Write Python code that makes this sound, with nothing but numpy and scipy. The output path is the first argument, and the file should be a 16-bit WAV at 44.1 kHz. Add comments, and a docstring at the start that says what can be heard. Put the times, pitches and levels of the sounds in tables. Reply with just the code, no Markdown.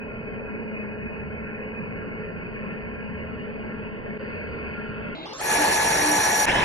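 """Gear whine and gearbox roar come first, at quarter speed and held down in level, with the drill's hiss over them.
Place: a workshop lathe drilling a steel part; distance: close; microphone: one phone with two ports.
Playback steps up to full speed and gets louder; after the last splice a boring bar cuts instead of the drill.
Hiss, roar and boring are shaped noise with resonances, gears and hum are sines, the squeal is a tone with noise.
"""
import sys
import numpy as np
from scipy import signal
from scipy.fft import rfft, irfft, next_fast_len
from scipy.io import wavfile
from scipy.ndimage import uniform_filter1d, map_coordinates

SR = 44100
rng = np.random.default_rng(int(sys.argv[2]) if len(sys.argv) > 2 else 0)


def int16_out(signal):
    """Quantize to a 16-bit WAV file."""
    q = np.round(np.clip(np.atleast_2d(signal).T, -1, 1) * 32767)
    wavfile.write(sys.argv[1], SR, q.astype(np.int16))


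N = 292824  # samples as played

# In every table t is as played, f is at workshop speed, and source levels are before the playback volume.
# Spectrum and mode levels set only the shape of a layer, which is then brought to rms 1.

# Layers of the drilling noise: t/s, then level/dB of rub, upper rub, low whistle, high whistles, sizzle, fizz
DRILL_FEED = [(0, -31.5, -47.5, -32.5, -49.5, -84, -62.5), (1.2, -29, -48, -35, -47, -95, -64.5),
              (2.5, -28.5, -41.5, -43, -45, -63, -60.5), (4.17, -30, -42, -50, -45, -53.5, -61),
              (4.19, -27.5, -38.5, -35.5, -46.5, -50, -52.5), (5.14, -27, -37, -43, -46.5, -49.5, -55.5),
              (5.6, -27.5, -39, -35, -43, -56, -50.5), (6.45, -26.5, -37, -35.5, -40.5, -52.5, -58)]
# Drill rubbing on steel: f/Hz, level/dB per Hz
RUB_SPECTRUM = [(1500, -120), (3000, -26), (4500, -13), (5000, -13.5), (6300, -7.5), (7700, -9.5),
                (8800, -3.5), (9500, -13), (10500, -16), (11000, -20), (12100, -24), (12700, -45.5),
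                (13200, -120)]
# Modes of drill, chuck and tailstock rung by the rubbing: f/Hz, width/Hz, level/dB per Hz
TOOLING_MODES = [(3050, 55, -15), (4235, 150, -5), (4446, 51, -3.5), (4630, 24, -3), (5580, 250, -4),
                 (6470, 60, -13), (6540, 180, -6), (7205, 140, -4.5), (8350, 36, -1), (8700, 120, -3.5),
                 (8830, 73, 2.5), (9800, 150, -7), (9890, 150, 1.5), (10360, 160, -3.5)]
# Thin modes of the flutes: f/Hz, width/Hz, level/dB
LOW_WHISTLE_MODES = [(10085, 85, 0)]
# High thin whistles: f/Hz, width/Hz, level/dB
HIGH_WHISTLE_MODES = [(11385, 75, 0), (12290, 55, -10)]
# Two finer layers: f/Hz, level/dB
SIZZLE_SPECTRUM = [(11000, -54.5), (11800, 8.5), (12700, 3), (13300, -4), (15200, -8.5), (16000, -54)]
FIZZ_SPECTRUM = [(15000, -52.5), (15500, -21), (17000, 3.5), (17900, 9), (19000, 6.5), (19350, -2.5),
                 (19800, -82.5)]
UPPER_HZ = 10420  # crossover; the hiss above this has its own level column, weak at first and stronger later


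def drill(n):
    """Rubbing hiss surging in the tooling's modes, with thin whistles and the finer sizzle and fizz."""
    levels_db = [np.interp(np.arange(n), real_time(), c) for c in curves(DRILL_FEED)]
    rub_db, upper_db, low_db, high_db, sizzle_db, fizz_db = levels_db
    rub = both(RUB_SPECTRUM, TOOLING_MODES)

    def upper_share(hz):
        """Share of the rubbing's power in the upper part, crossing over within 300 Hz."""
        return np.clip(.5 + (hz - UPPER_HZ) / 300, 0, 1)

    def lower_rub(hz):
        """Gain of the rubbing below the crossover."""
        return rub(hz) * np.sqrt(1 - upper_share(hz))

    def upper_rub(hz):
        """Gain of the rubbing above the crossover."""
        return rub(hz) * np.sqrt(upper_share(hz))

    surge_db = 0.58 * wobble(16, n)  # shared by both parts of the rubbing
    hiss = amp(rub_db + surge_db) * noise(lower_rub, n, patchy_db=2.0, span=8)
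    hiss += amp(upper_db + surge_db) * noise(upper_rub, n, patchy_db=2.0, span=8)
    hiss += amp(low_db) * noise(ringing(LOW_WHISTLE_MODES), n, patchy_db=3.0, span=4)
    hiss += amp(high_db) * noise(ringing(HIGH_WHISTLE_MODES), n, patchy_db=2.5, span=4)
    sizzle_surge_db = 3 * wobble(16, n)
    hiss += amp(sizzle_db + sizzle_surge_db) * noise(shaped(SIZZLE_SPECTRUM), n, patchy_db=2.8, span=10)
    return hiss + amp(fizz_db) * noise(shaped(FIZZ_SPECTRUM), n, patchy_db=1.5, span=10)


# Steady squeal, which dips and later grows as the drill bites deeper: t/s, level/dB
STEADY_SQUEAL = [(0, -48.5), (2, -55.5), (3.4, -52), (4.17, -44.5), (4.19, -47.5), (5.1, -38.5), (5.5, -39),
                 (6.45, -38.5)]
# The edge catches and the squeal flares: t/s of the middle, length/s as played, level/dB
EDGE_CATCHES = [(4.314, 0.027, -30), (4.544, 0.023, -26), (4.705, 0.017, -22), (4.778, 0.057, -30.5),
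                (4.875, 0.044, -31.5), (4.965, .03, -37), (5.07, 0.036, -27), (5.134, .025, -26),
                (5.523, 0.026, -47), (5.573, .025, -35.5), (5.606, .03, -42), (5.878, .029, -34),
                (5.941, 0.041, -29), (6.024, 0.025, -27.5), (6.09, 0.076, -33), (6.115, 0.013, -28),
                (6.165, 0.017, -26), (6.21, .03, -34), (6.252, 0.039, -26.5), (6.346, .053, -29.5),
                (6.412, 0.056, -28.5)]
# Pitch before drift and playback speed: t/s, f/Hz
SQUEAL_PITCH = [(4.1, 5620), (4.54, 5720), (4.8, 5600), (5.1, 5680), (5.52, 5760), (5.58, 5650),
                (5.9, 5745), (6.12, 5705), (6.3, 5740)]
# Modes rung by the rough part: f/Hz, width/Hz, level/dB
SHANK_MODES = [(5730, 190, 0), (11390, 60, -16)]


def squeal(n):
    """Stick-slip at the cutting edge: a fluttering tone with rough noise around it; both flare at each catch."""
    t, now = np.arange(N) / SR, real_time()
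    flares = sum(amp(db) * np.exp(-(2 * (t - s) / length) ** 2) for s, length, db in EDGE_CATCHES)
    steady = amp(curves(STEADY_SQUEAL)[0])
    flutter, drift = [np.interp(now, np.arange(n), wobble(rate, n)) for rate in (130, 90)]
    workshop_hz = curves(SQUEAL_PITCH)[0] + 25 * drift
    speed = np.gradient(now)
    phase = 2 * np.pi * np.cumsum(workshop_hz * speed) / SR
    side_phase = np.array([[-.08], [.08]])  # rad, left and right
    tone = amp(2.4 * flutter) * np.sin(phase + side_phase)
    rough = played(noise(ringing(SHANK_MODES), n, patchy_db=0.6, span=60))
    rough_size = amp(-2.5) * steady + amp(-14.5) * flares
    return (steady + flares) * tone + rough_size * rough


# Cutting noise of the boring bar: f/Hz, level/dB per Hz
BORING_SPECTRUM = [(20, -10), (45, -7), (200, -5.5), (400, -8), (950, -1.5), (1300, -12), (1750, -3),
                   (2200, -6), (3000, -10.5), (4800, -27), (5400, -19.5), (6300, -28), (10000, -24.5),
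                   (11500, -34.5), (12400, -71.5)]
# Modes of the bar: f/Hz, width/Hz, level/dB
BAR_MODES = [(970, 63, -0.5), (1820, 28.8, -4), (3070, 40, -4.5), (3300, 35, -17), (5530, 91, -24.5)]


def boring_bar(n):
    """Broad cutting noise with the bar's own modes standing on it."""
    return amp(-20.0) * noise(both(BORING_SPECTRUM, BAR_MODES), n, patchy_db=2.5, span=3)


# Two gear pairs, and other tones of the drive: f/Hz
MESH_HZ, HUM_HZ = (850.8, 916), (371, 457.6, 716, 895.5)
# Those tones and harmonics of the gear pairs:
# f/Hz, level/dB while drilling, level/dB while boring, left lead/rad, left-right level/dB, unsteadiness/dB
GEAR_TONES = [(MESH_HZ[0], -30, -35, 1.5, 2.5, 2.2), (2 * MESH_HZ[0], -32.5, -35, 0.1, .3, 1.3),
              (3 * MESH_HZ[0], -48, -38, 1.1, -.3, 3), (4 * MESH_HZ[0], -54, -54, 1.6, .3, 4), (MESH_HZ[1],
              -38, -41, 1.1, -1, 3.5), (2 * MESH_HZ[1], -43, -40, 0.1, .3, 4), (HUM_HZ[0],
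              -44, -49, .2, .3, 3), (HUM_HZ[1], -43, -45, .3, .3, 4), (HUM_HZ[2], -44, -46, .8, .3, 3),
              (HUM_HZ[3], -41, -46, 1.2, .3, 3.5)]


def gears(n):
    """Tones waver in size and phase as the load on the teeth changes, a little apart on each side."""
    t = np.arange(n) / SR
    boring = np.arange(n) > real_time()[round(SPLICE_TIMES[-1] * SR)]
    out, side = np.zeros((2, n)), np.array([[.5], [-.5]])
    for hz, drill_db, bore_db, lead, pan_db, unsteady_db in GEAR_TONES:
        waver_db = unsteady_db * np.array([wobble(24.98, n), wobble(25.32, n)])
        size = amp(np.where(boring, bore_db, drill_db) + pan_db * side + waver_db)
        shared_turn = .12 * unsteady_db * wobble(30, n)
        side_turn = (lead + .25 * unsteady_db * wobble(22.45, n)) * side
        out += np.sqrt(2) * size * np.sin(2 * np.pi * hz * t + shared_turn + side_turn)
    return out


# A low hum that swells once a spindle turn: t/s of the peak, level/dB, length/s in workshop time
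HUM_SWELLS = [(1.266, -30.5, 0.03), (3.206, -31, 0.031), (4.6, -31.5, 0.042), (5.615, -29.5, 0.023),
              (6.099, -28, 0.053)]
SWELL_HZ = 301.2  # at workshop speed


def swells(n):
    """The low hum rises and fades around each peak, alike on both sides."""
    t = np.arange(n) / SR
    size = np.zeros(n)
    for s, db, length in HUM_SWELLS:
        peak_s = real_time()[round(s * SR)] / SR
        size += amp(db) * np.exp(-.5 * ((t - peak_s) / length) ** 2)
    return np.sqrt(2) * size * np.sin(2 * np.pi * SWELL_HZ * t) * np.ones((2, 1))


# Gearbox and bed: f/Hz, level/dB per Hz
ROAR_SPECTRUM = [(15, -26), (45, -6.5), (100, -8), (250, -3.5), (500, -1.5), (900, 3), (1100, -3),
                 (1350, -7), (1750, 0.5), (2000, -4), (2550, -4.5), (2900, -10.5), (4400, -14), (6000, -49),
                 (9000, -120)]


def gearbox_roar(n):
    """Broad noise of gearbox and bed, at a constant level under the drilling."""
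    return amp(-24) * noise(shaped(ROAR_SPECTRUM), n, patchy_db=1.74, span=3)


# Stereo image of the noise by frequency:
# f/Hz, likeness 0-1, left lead/rad beyond a common delay, left-right level/dB
STEREO_IMAGE = [(40, .985, 0, .1), (200, .979, -.27, .6), (550, .544, -.5, -2.2), (900, .56, .7, 0),
                (1250, .322, -.8, -1.1), (1600, .8, -1.55, 1.1), (2200, .498, -2, -.7),
                (2700, .414, .65, -1.5), (4000, .7, -3, -.5), (4650, .624, -1.6, -3), (5700, .944, .45, 1),
                (6500, .87, .5, -2.5), (8200, .92, .75, 0), (9150, .995, .3, 0), (9600, .995, -.1, 0),
                (11200, .8, .4, 0), (12700, .995, -.1, 0), (19000, .92, -.4, 0)]
NEAR_LEAD_S = .000158  # the common delay: the near drill reaches the left port first; used for all noise
EDGE_HZ = 19500  # upper limit of the noise at workshop speed


def noise(gain, n, patchy_db, span):
    """Stereo noise of rms 1 with the image above and patches of random gain, smoothed over span bands."""
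    z = signal.stft(rng.standard_normal((2, n)), nperseg=256)[2]
    field = uniform_filter1d(rng.standard_normal(z.shape[1:]), size=span, axis=0)
    field = uniform_filter1d(field, size=8, axis=1)
    pair = signal.istft(z * amp(patchy_db * unit(field)), nperseg=256)[1]
    hz = np.fft.rfftfreq(n, 1 / SR)
    a, b = rfft(pair, n) * gain(hz) * (hz < EDGE_HZ)
    alike, beyond, pan_db = along(STEREO_IMAGE, hz)
    lead = 2 * np.pi * hz * NEAR_LEAD_S + beyond
    turn = np.arccos(np.clip(alike, -1, 1)) / 2  # mixing angle that gives the likeness
    left = (np.cos(turn) * a + np.sin(turn) * b) * np.exp(.5j * lead) * amp(pan_db / 2)
    right = (np.cos(turn) * a - np.sin(turn) * b) * np.exp(-.5j * lead) * amp(-pan_db / 2)
    return unit(irfft([left, right], n))


# Playback steps: t/s, speed as a share of real time
SPEED_STEPS = [(0, .25), (5.15, .375), (5.256, .5), (5.333, .625), (5.381, .75), (5.408, 1)]


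def real_time():
    """Workshop time in samples reached at each played sample."""
    s, speed = np.transpose(SPEED_STEPS)
    step = np.searchsorted(s, np.arange(N) / SR, "right") - 1
    return np.cumsum(speed[step])


def played(x):
    """Workshop sound read out at the playback speed, so pitch and tempo change together."""
    fine = signal.resample(x, 4 * x.shape[1], axis=1)  # finer grid for clean reading between samples
    return np.array([map_coordinates(c, [4 * real_time()], mode="grid-wrap") for c in fine])


def wobble(rate, n):
    """A smooth random curve of n samples, rate knots a second."""
    knots = rng.standard_normal(int(n * rate / SR) + 4)
    return map_coordinates(knots, [np.arange(n) * rate / SR])


def shaped(points):
    """Gain of an (f/Hz, level/dB) spectrum."""
    return lambda hz: amp(along(points, hz)[0])


def ringing(modes):
    """Gain of (f/Hz, width/Hz, level/dB) resonances."""
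    return lambda hz: sum(amp(db) / (1 + ((hz - c) / w) ** 2) ** 1.61 for c, w, db in modes)


def both(spectrum, modes):
    """Gain of a broad spectrum with resonances standing on it."""
    return lambda hz: np.hypot(shaped(spectrum)(hz), ringing(modes)(hz))


def along(points, hz):
    """One value per frequency for each column, read on a log axis."""
    f, *cols = np.transpose(points)
    return [np.interp(np.log(hz + 1), np.log(f + 1), c) for c in cols]


def curves(rows):
    """One value per played sample for each column after the time."""
    s, *cols = np.transpose(rows)
    return [np.interp(np.arange(N) / SR, s, c) for c in cols]


def amp(db):
    """Amplitude factor of a level in dB."""
    return 10 ** (np.asarray(db) / 20)


def unit(x):
    """The signal brought to rms 1."""
    return x / np.sqrt(np.mean(x ** 2) + 1e-20)


# Playback volume, for all but the boring bar's noise: t/s, level/dB
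PLAYBACK_VOLUME = [(0, -12), (5.12, -12), (5.17, -16), (5.385, -16), (5.41, -9), (5.46, -4.5), (5.52, 0.5),
                   (6.64, -0.5)]
# Sound stops at once and fades in again; the boring bar follows the last one: t/s
SPLICE_TIMES = [4.178, 6.456]
CUT_S, FADE_IN_S = 0.0003, 0.024  # at a splice


def scene():
    """Drilling up to the last splice, boring after it, and gear whine throughout."""
    n = next_fast_len(int(real_time()[-1]) + 64)  # workshop samples
    volume = amp(curves(PLAYBACK_VOLUME)[0])
    workshop = drill(n) + swells(n) + gearbox_roar(n)
    drilling = volume * (played(workshop) + squeal(n))
    boring = played(boring_bar(n))
    t = np.arange(N) / SR
    mix = np.where(t < SPLICE_TIMES[-1], drilling, boring) + volume * played(gears(n))
    for s in SPLICE_TIMES:
        mix = mix * np.clip(np.where(t < s, (s - t) / CUT_S, (t - s) / FADE_IN_S), 0, 1)
    return mix


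TOP_HZ = 15170  # band limit of the sound as played


def record(dry):
    """Nothing is kept above the band limit."""
    m = next_fast_len(N + SR // 4)
    kept = np.fft.rfftfreq(m, 1 / SR) < TOP_HZ
    return irfft(rfft(dry, m) * kept, m)[:, :N]


dry = scene()
out = record(dry)
int16_out(out)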